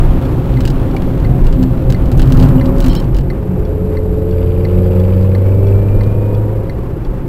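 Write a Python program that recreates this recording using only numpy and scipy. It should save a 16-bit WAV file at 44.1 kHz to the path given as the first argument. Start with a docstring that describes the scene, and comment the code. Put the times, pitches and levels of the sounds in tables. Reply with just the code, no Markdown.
"""Car braking into a bend

Inside a four-cylinder car on rough tarmac as it brakes into a bend and pulls away, heard by a dash camera's microphone.
Bumps boom, the tyres drone and hiss, trim rattles and loose things knock: shaped noise, decaying blows and rung modes.
Engine orders, sines on the crankshaft, rise through body resonances; a gear whines, the indicator relay ticks.
The camera clips, and its crude rate conversion mirrors the bass into the treble."""
import sys
import numpy as np
from scipy.fft import rfft, irfft, next_fast_len
from scipy.io import wavfile
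from scipy.ndimage import map_coordinates

SR = 44100
rng = np.random.default_rng(int(sys.argv[2]) if len(sys.argv) > 2 else 0)


def dump_mix(stems):
    """Bounce the given channels to the path in sys.argv[1] as a 16-bit WAV at rate SR."""
    frames = np.atleast_2d(stems).T  # one column per channel
    limited = np.clip(frames, -1, 1)  # hard clip at full scale
    pcm = np.round(limited * 32767).astype(np.int16)
    wavfile.write(sys.argv[1], SR, pcm)


N = 321048


def amp(db):
    """Gain of a level in dB."""
    return 10 ** (np.asarray(db) / 20)


def unit(x):
    """Scaled to rms 1."""
    return x / np.sqrt(np.mean(x ** 2) + 1e-20)


def curves(rows):
    """One value per sample for each column after the time."""
    s, *cols = np.transpose(rows)
    return [np.interp(np.arange(N) / SR, s, c) for c in cols]


def fade(rows, seconds):
    """Gain 1 over the time span of a table, falling to 0 outside it."""
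    t = np.arange(N) / SR
    return np.clip(np.minimum(t - rows[0][0], rows[-1][0] - t) / seconds + 1, 0, 1)


def wobble(rate):
    """A smooth random curve, rate knots a second."""
    knots = rng.standard_normal(int(N * rate / SR) + 4)
    return map_coordinates(knots, [np.arange(N) * rate / SR])


def filtered(x, response):
    """x times a complex response of frequency, with half a second of padding."""
    m = next_fast_len(N + SR // 2)
    return irfft(rfft(x, m) * response(np.fft.rfftfreq(m, 1 / SR)), m)[:N]


def resonances(modes):
    """Causal response of (f/Hz, width/Hz, gain/dB) modes, alternating in sign."""
    def response(f):
        return sum((-1) ** k * amp(db) * 1j * f * w / (c * c - f * f + 1j * f * w)
                   for k, (c, w, db) in enumerate(modes))
    return response


def noise(spectrum):
    """Noise of rms 1 coloured by (f/Hz, level/dB) points on a log-frequency axis."""
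    f, db = np.transpose(spectrum)
    colour = lambda hz: amp(np.interp(np.log(hz + 1), np.log(f + 1), db))
    return unit(filtered(rng.standard_normal(N), colour))


def resonant_noise(modes):
    """Noise of rms 1 through modes applied twice, for steep skirts."""
    return unit(filtered(rng.standard_normal(N), lambda f: resonances(modes)(f) ** 2))


def glide(rows, flutter_db, rate):
    """A gliding, fluttering sine from rows (t/s, f/Hz, level/dB)."""
    hz, db = curves(rows)
    level = fade(rows, 0.048) * np.sqrt(2) * amp(db + flutter_db * wobble(rate))
    return level * np.sin(2 * np.pi * np.cumsum(hz) / SR)


def ringing(s, gains_db, hz, t60):
    """Damped modes struck at time s, with a soft onset."""
    out, t = np.zeros(N + SR), np.arange(SR // 8)[:, None] / SR
    rings = amp(gains_db - 60 * t / t60) * np.sin(2 * np.pi * hz * t) * (1 - np.exp(-t / 0.00057))
    out[round(s * SR):][:len(t)] = rings.sum(1)
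    return out[:N]


def engine():
    """Sines on the crankshaft follow the load and cross body and cabin resonances; valve gear ticks per firing."""
    # throttle: t/s, level/dB under full load
    load = [(3.4, -10), (3.7, -4), (4.3, -2.5), (4.8, 0), (5.6, -0.5), (6.35, -1.5), (6.6, -5.5),
            (7.28, -22.5)]
    # engine speed: t/s, firings a second
    speed = [(3.2, 83.5), (3.7, 84.9), (4.1, 86.1), (4.5, 88.3), (4.9, 91.2), (5.3, 94.8), (5.7, 98.7),
             (6.1, 102.8), (6.5, 106.5), (6.9, 109.6), (7.28, 111.5)]
    # orders that cross strong body modes: shaft multiples
    strong_orders = [2, 4, 8, 10, 11.5]
    # body modes of each strong order: f/Hz, width/Hz a pass, peak level/dB rms at full load
    body_modes = [
        [(97.4, 27.6, -9)],
        [(185.7, 16.4, -17.5), (205, 20, -28)],
        [(361.5, 21, -22.5), (394, 16.5, -21.5), (419, 34, -27.5)],
        [(434, 33, -18.5), (466, 40, -26.5), (535, 30, -28)],
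        [(532.2, 33, -25), (564, 39, -31.5)],
    ]
    # lesser orders: shaft multiple, relative level/dB
    lesser_orders = [(1, 6), (2.5, 4), (3, 5), (5.5, 3.5), (6, -1.5), (6.5, -26.5), (9, -11.5), (9.5, -8),
                     (10.5, -11), (11, -18.5), (12, -11), (12.5, -13), (13, -8.5), (13.5, -18), (18, -15)]
    # cabin resonances: f/Hz, width/Hz, gain/dB
    cabin = [(120, 16, -6.5), (318.5, 64, -4), (452, 110, 2.5), (539.7, 76, 4), (990, 68, 3)]
    # valve-gear ticks: t/s, relative level/dB
    ticking = [(3.8, -69.5), (4.4, -36.5), (5.2, -35.5), (5.7, -46), (6.4, -51), (6.6, -63)]
    # tick strength in firing order: relative level/dB
    cylinder_db = [-7.5, -11.5, -16.5, -9]
    # bands that colour the ticks, each applied twice: f/Hz, width/Hz a pass, gain/dB a pass
    tick_bands = [(2290, 880, 6), (3370, 2800, 0.5), (4780, 300, 3)]

    load_db, = curves(load)
    rate, = curves(speed)
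    firings = np.cumsum(rate) / SR
    shaft = np.pi * firings  # two firings a turn
    on = fade(load, 0.11)

    def order(k, db):
        return np.sqrt(2) * amp(db) * np.sin(k * shaft + rng.uniform(0, 2 * np.pi))

    def swell(modes, f):  # powers add; half the dB, as each mode counts twice
        return np.sqrt(sum(np.abs(resonances([(hz, w, db / 2)])(f)) ** 4 for hz, w, db in modes))

    strong = sum(swell(modes, k * rate / 2) * order(k, load_db + 0.73 * wobble(12))
                 for k, modes in zip(strong_orders, body_modes))
    lesser = sum(order(k, db + 2 * wobble(3.02)) for k, db in lesser_orders)
    lesser = filtered(on * amp(-24 + 1.42 * load_db) * lesser, resonances(cabin))

    count = firings.astype(int)
    uneven_db = 2 * rng.standard_normal(count[-1] + 1)[count]
    size_db = np.take(cylinder_db, count % len(cylinder_db)) + uneven_db
    decay_db = -38 * (firings - count)  # a burst dying within each firing
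    ticks = amp(curves(ticking)[0] + size_db + decay_db) * np.sign(rng.standard_normal(N))
    ticks = filtered(on * amp(12.5) * ticks, lambda f: resonances(tick_bands)(f) ** 2)
    return on * strong + lesser + ticks


def gear_whine():
    """Meshing gear teeth give one rising, fluttering tone."""
    # gear mesh: t/s, f/Hz, level/dB
    mesh = [(5.42, 2274, -53.5), (5.67, 2326, -51), (6.0, 2398, -51), (6.36, 2475, -52)]
    return glide(mesh, flutter_db=1.2, rate=15)


def tyre_song():
    """A tyre sings briefly on one fluttering tone."""
    # singing tyre: t/s, f/Hz, level/dB
    song = [(1.24, 713, -40), (1.3, 707, -32), (1.38, 732, -33.5), (1.43, 720, -47)]
    return glide(song, flutter_db=3, rate=30)


def road():
    """Tarmac shakes suspension, floor pan and tyres and rings the body; air and tread hiss in ragged gusts."""
    # road: t/s, roughness/dB, hiss level/dB, tyre roar level/dB
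    surface = [(0, -1.5, -31.5, -15), (0.4, -2, -34.5, -18), (1.2, -0.5, -35.5, -18),
               (1.8, -1.5, -37, -19.5), (2.2, 1.5, -36, -16), (2.43, 7, -30, -14), (2.6, 1.5, -34, -17),
               (3, -0.5, -34.5, -18), (3.1, -2.5, -39, -20.5), (3.4, -5.5, -40, -21), (4.2, -6, -40.5, -22),
               (4.8, -6.5, -38.5, -23), (5.5, -8.5, -38, -23.5), (6.1, -6, -38, -20.5),
               (6.6, -10, -39.5, -22), (7.28, -8, -39.5, -24.5)]
    # thud, then drone: level/dB on plain tarmac, dB per dB of roughness
    rumble_db = [(-16, .5), (-14, 1.1)]
    # suspension thud, tyre drone, tyre roar, hiss: f/Hz, relative level/dB per Hz
    thud = [(6, -14), (10, 0.5), (28, -3.5), (45, 1), (62, -2), (85, -32), (160, -120)]
    drone = [(35, -10), (60, -5), (80, -5.5), (129, 0.5), (156, -5.5), (188, -11.5), (210, -21.5),
             (230, -15.5), (300, -19.5), (510, -120)]
    roar = [(120, -3), (200, -11), (220, -10), (259, -8.5), (301, -6.5), (375, -7.5), (434, -16),
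            (534, -16.5), (594, -19), (695, -21.5), (900, -25.5), (1170, -66.5), (1980, -120)]
    hiss = [(410, -37), (700, -5.5), (850, -3), (1100, -4.5), (2000, -16), (2600, -18.5), (3600, -28),
            (5000, -32), (6500, -36.5), (10000, -39), (15600, -40)]
    # tyres scrubbing at the turn-in: f/Hz, width/Hz a pass, relative level/dB
    scrub_modes = [(1020, 460, 0)]
    # that scrub over time: t/s, level/dB
    scrub_level = [(2.2, -42), (2.45, -36), (2.95, -39)]
    # floor pan, air in the tyres, cabin air, door panel:
    # f/Hz, width/Hz a pass, level/dB on plain tarmac, dB per dB of roughness
    panels = [(183, 27.4, -26.5, .5), (257, 13.5, -26.5, 1.5), (350, 157, -29.5, 0), (532, 34, -34, 0.3)]

    rough_db, hiss_db, roar_db = curves(surface)
    rumble = sum(amp(db + grows * rough_db) * noise(spectrum)
                 for (db, grows), spectrum in zip(rumble_db, (thud, drone)))
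    tyres = amp(roar_db) * noise(roar)
    scrub = fade(scrub_level, .15) * amp(curves(scrub_level)[0]) * resonant_noise(scrub_modes)
    rings = sum(amp(db + grows * rough_db) * resonant_noise([(hz, width, 0)])
                for hz, width, db, grows in panels)
    ragged = amp(.7 * wobble(18) + 1.35 * wobble(90))
    return rumble + tyres + scrub + rings + amp(hiss_db) * unit(ragged * noise(hiss))


def bumps():
    """Each bump swells and dies on one body resonance."""
    # bumps: t/s, f/Hz, level/dB rms at the height, half-width/s
    hits = [(.04, 29.6, -5, 0.068), (.55, 125, -13, 0.028), (.59, 257, -16.5, 0.024), (.65, 30, -13, .03),
            (.66, 125.2, -13, 0.021), (.78, 33.25, -15.5, 0.05), (1.28, 29.83, -9, 0.022),
            (1.32, 124.7, -15, 0.05), (1.46, 28.04, -5, 0.05), (1.62, 183, -16.5, .03),
            (1.629, 257, -13.5, 0.04), (1.7, 125.4, -14, 0.035), (1.87, 532, -27.5, 0.027),
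            (1.91, 33, -9.5, 0.044), (1.9, 126.2, -15.5, 0.047), (2.06, 40, -14.5, 0.025),
            (2.21, 28, -5, 0.046), (2.25, 183, -17.5, 0.043), (2.29, 125.2, -11, 0.031),
            (2.34, 257, -26, .03), (2.35, 28, -7, 0.061), (2.435, 125, -2.5, 0.022),
            (2.53, 34.74, -10.5, 0.027), (2.58, 257, -11, 0.024), (2.65, 545, -25.5, 0.076),
            (2.68, 257, -15.5, 0.026), (2.79, 554, -24, 0.027), (2.87, 257, -12, 0.023),
            (2.88, 30.16, -7.5, 0.071), (3.17, 45, -10, 0.045), (3.07, 123.5, -17, 0.03),
            (3.23, 135, -17.5, 0.059), (3.63, 130.6, -19, 0.053), (3.4, 535, -33.5, 0.11),
            (3.53, 183, -17.5, 0.046), (3.82, 183, -21, 0.052), (4.32, 31, -17, .04),
            (4.34, 183, -21.5, 0.057), (4.77, 40, -15, .06), (5.97, 32, -14, .06),
            (7.07, 32.13, -12.5, 0.039)]
    t = np.arange(N) / SR
    return sum(np.sqrt(2) * amp(db) * np.exp(-((t - s) / width) ** 2 / 2) * np.sin(2 * np.pi * (hz * t + turn))
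               for (s, hz, db, width), turn in zip(hits, rng.random(len(hits))))


def trim():
    """A sharp contact and short chatter ring the plastic and crack in the treble; the dash crackles finely."""
    # rattles: t/s, relative level/dB, brightness/dB
    rattles = [(0.6065, -14.5, -16), (0.653, -13.5, -17.5), (0.676, -14, -19), (0.702, -17.5, -19),
               (0.9648, -20, -22), (1.0201, -28.5, -17), (1.064, -33, -20), (1.2, -26, -21.5),
               (1.442, -25, -22), (1.4678, -20, -18), (1.527, -19.5, -33), (1.629, -17.5, -19.5),
               (1.9015, -16, -16.5), (1.924, -14.5, -18), (2.058, -26, -14), (2.1172, -18, -17),
               (2.1767, -20.5, -12.5), (2.1854, -24, -14), (2.195, -12, -21), (2.2189, -14.5, -18),
               (2.2254, -21, -24), (2.2573, -26, -19), (2.274, -23, -20), (2.3012, -27.5, -13),
               (2.3226, -14.5, -11.5), (2.348, -28, -10), (2.3716, -20, -16.5), (2.393, -17, -18),
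               (2.3997, -14.5, -18.5), (2.4262, -12, -25), (2.4114, -21, -19), (2.4373, -22.5, -18),
               (2.4464, -24.5, -9.5), (2.4594, -21, -25), (2.4877, -21.5, -16), (2.6574, -20, -28),
               (2.764, -28, -20), (2.7836, -25.5, -10.5), (2.8036, -15, -11.5), (2.824, -18, -22),
               (2.8426, -15.5, -18), (2.8627, -13.5, -16), (2.8832, -18, -12), (2.8963, -22, -20),
               (2.931, -16.5, -16.5), (2.9517, -13, -16), (3.0007, -24, -14.5), (3.0225, -30, -19),
               (3.043, -30, -22), (3.1464, -19.5, -20), (3.1669, -19.5, -17), (3.1865, -18, -21),
               (3.2094, -29, -22), (5.227, -30, -25), (5.684, -31, -26), (5.8845, -33, -17.5),
               (6.0347, -25.5, -28)]
    # plastic ring: f/Hz, width/Hz, gain/dB
    plastic = [(1520, 390, 0.5), (2960, 400, 1), (3990, 480, -0.5), (4770, 890, -3.5), (7840, 1500, -14.5)]
    # fine crackle fading as the car slows: t/s, level/dB
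    crackle_level = [(0, -47.5), (1.2, -50.5), (2.4, -55), (2.7, -65), (3.4, -63.5), (7.28, -65.5)]
    # dash that crackles: f/Hz, width/Hz, relative gain/dB
    dash = [(2940, 1180, 7), (4530, 900, -6)]

    body, crack, t = np.zeros(N + SR), np.zeros(N + SR), np.arange(SR // 12) / SR
    for s, db, bright_db in rattles:
        bounces_db = 4 * rng.standard_normal(len(t) // 40 + 1).repeat(40)[:len(t)]
        chatter = amp(bounces_db - 60 * t / 0.052) * rng.standard_normal(len(t))
        contact = (t == 0) * rng.choice([-1, 1])  # one sharp blow
        start = round(s * SR)
        body[start:][:len(t)] += amp(db + 6.5) * (amp(8.5) * contact + amp(-11.5) * chatter)
        crack[start:][:len(t)] += amp(db + bright_db + 10) * (amp(9.0) * contact + amp(-14.5) * chatter)
    treble = lambda f: (1j * f / 5500 / (1 + 1j * f / 5500)) ** 2  # high-pass

    grain_sizes = amp(2.5 * rng.exponential(size=N)) * np.sign(rng.standard_normal(N))
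    grains = (rng.random(N) < 900 / SR) * grain_sizes  # about 900 a second
    crackle = amp(curves(crackle_level)[0]) * unit(filtered(grains, resonances(dash)))
    return filtered(body[:N], resonances(plastic)) + filtered(crack[:N], treble) + crackle


def shrill_noise():
    """Brief narrow bands of fluttering noise near 3 to 5 kHz."""
    # bursts: start t/s, length/s, level/dB
    shrill_bursts = [(2.897, 0.027, -36.5), (2.962, 0.026, -33.5), (2.999, .004, -36.5)]
    # bands: f/Hz, width/Hz a pass, relative level/dB
    shrill_bands = [(2740, 110, -14), (3140, 200, -0.5), (3960, 81, -0.5), (4330, 170, -2),
                    (5330, 99, -1.5)]
    level = sum(amp(db) * fade([[s], [s + length]], 0.012) ** 2 for s, length, db in shrill_bursts)
    return level * amp(2.0 * wobble(110)) * resonant_noise(shrill_bands)


def loose_object():
    """Loose things in the cabin knock with short hollow notes."""
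    # knocks: t/s, level/dB, f/Hz
    knocks = [(.948, -10, 790), (0.966, -16, 2300), (2.581, -27, 2920), (2.597, -25, 2900),
              (5.314, -34, 2500), (5.5199, -33, 2600), (5.6431, -34, 2600), (5.684, -35, 2600),
              (5.7239, -31, 2600), (5.8845, -30.5, 2600), (5.926, -38, 2710)]
    return sum(ringing(s, db, hz, t60=0.021) for s, db, hz in knocks)


def indicator():
    """The relay's damped modes ring: it closes with a low tock and opens with a thinner tick."""
    # relay modes: f/Hz, closing gain/dB, opening gain/dB, t60/s
    relay_modes = [(1700, -8, -30, 0.016), (1823, 3.5, -26, 0.03), (2000, -8, -35, .022),
                   (2044, 3.5, -24, 0.054), (2370, -20, -1.5, .025), (3400, -35, -1.5, 0.041),
                   (4000, -5.5, -12, 0.031), (4200, -11.5, -11, .018), (4370, -1.5, -2, 0.032),
                   (4680, -13.5, -4.5, 0.023), (5570, -12, -3, 0.022)]
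    # closings: t/s, level/dB
    closings = [(0.5706, -33.5), (1.2481, -32.5), (1.946, -30.5), (2.6115, -29.5), (3.3014, -29.5),
                (3.9704, -31), (4.6503, -29), (5.3495, -30), (6.009, -31), (6.6961, -31.5)]
    # openings: t/s
    openings = [0.2528, 0.9123, 3.651, 4.31, 4.998, 5.6682, 6.348, 7.0479]
    hz, closing_db, opening_db, t60 = np.transpose(relay_modes)
    strike = lambda s, db: ringing(s, db + rng.normal(0, 1.5, len(hz)), hz, t60)
    tocks = sum(strike(s, db + closing_db) for s, db in closings)
    return tocks + sum(strike(s, -38.5 + opening_db) for s in openings)


def scene():
    """The whole cabin, summed in one channel."""
    tones = gear_whine() + tyre_song()
    cabin_noises = trim() + shrill_noise() + loose_object() + indicator()
    return (engine() + tones + road() + bumps() + cabin_noises)[None]


def record(dry):
    """The camera clips hard, then holds each converted sample until the next, mirroring bass into treble."""
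    clip, top_hz = .97, 15760
    camera_rate, block = 32000, 1401  # samples a second in the camera; output samples per conversion block
    flat = np.clip(dry[0], -clip, clip)
    n = np.arange(N)
    late = (n % block * camera_rate / SR % 1) * SR / camera_rate  # age of the held sample, in output samples
    held = map_coordinates(flat, [n - late], mode="nearest")
    return filtered(held, lambda hz: hz < top_hz)[None]


dry = scene()
out = record(dry)
dump_mix(out)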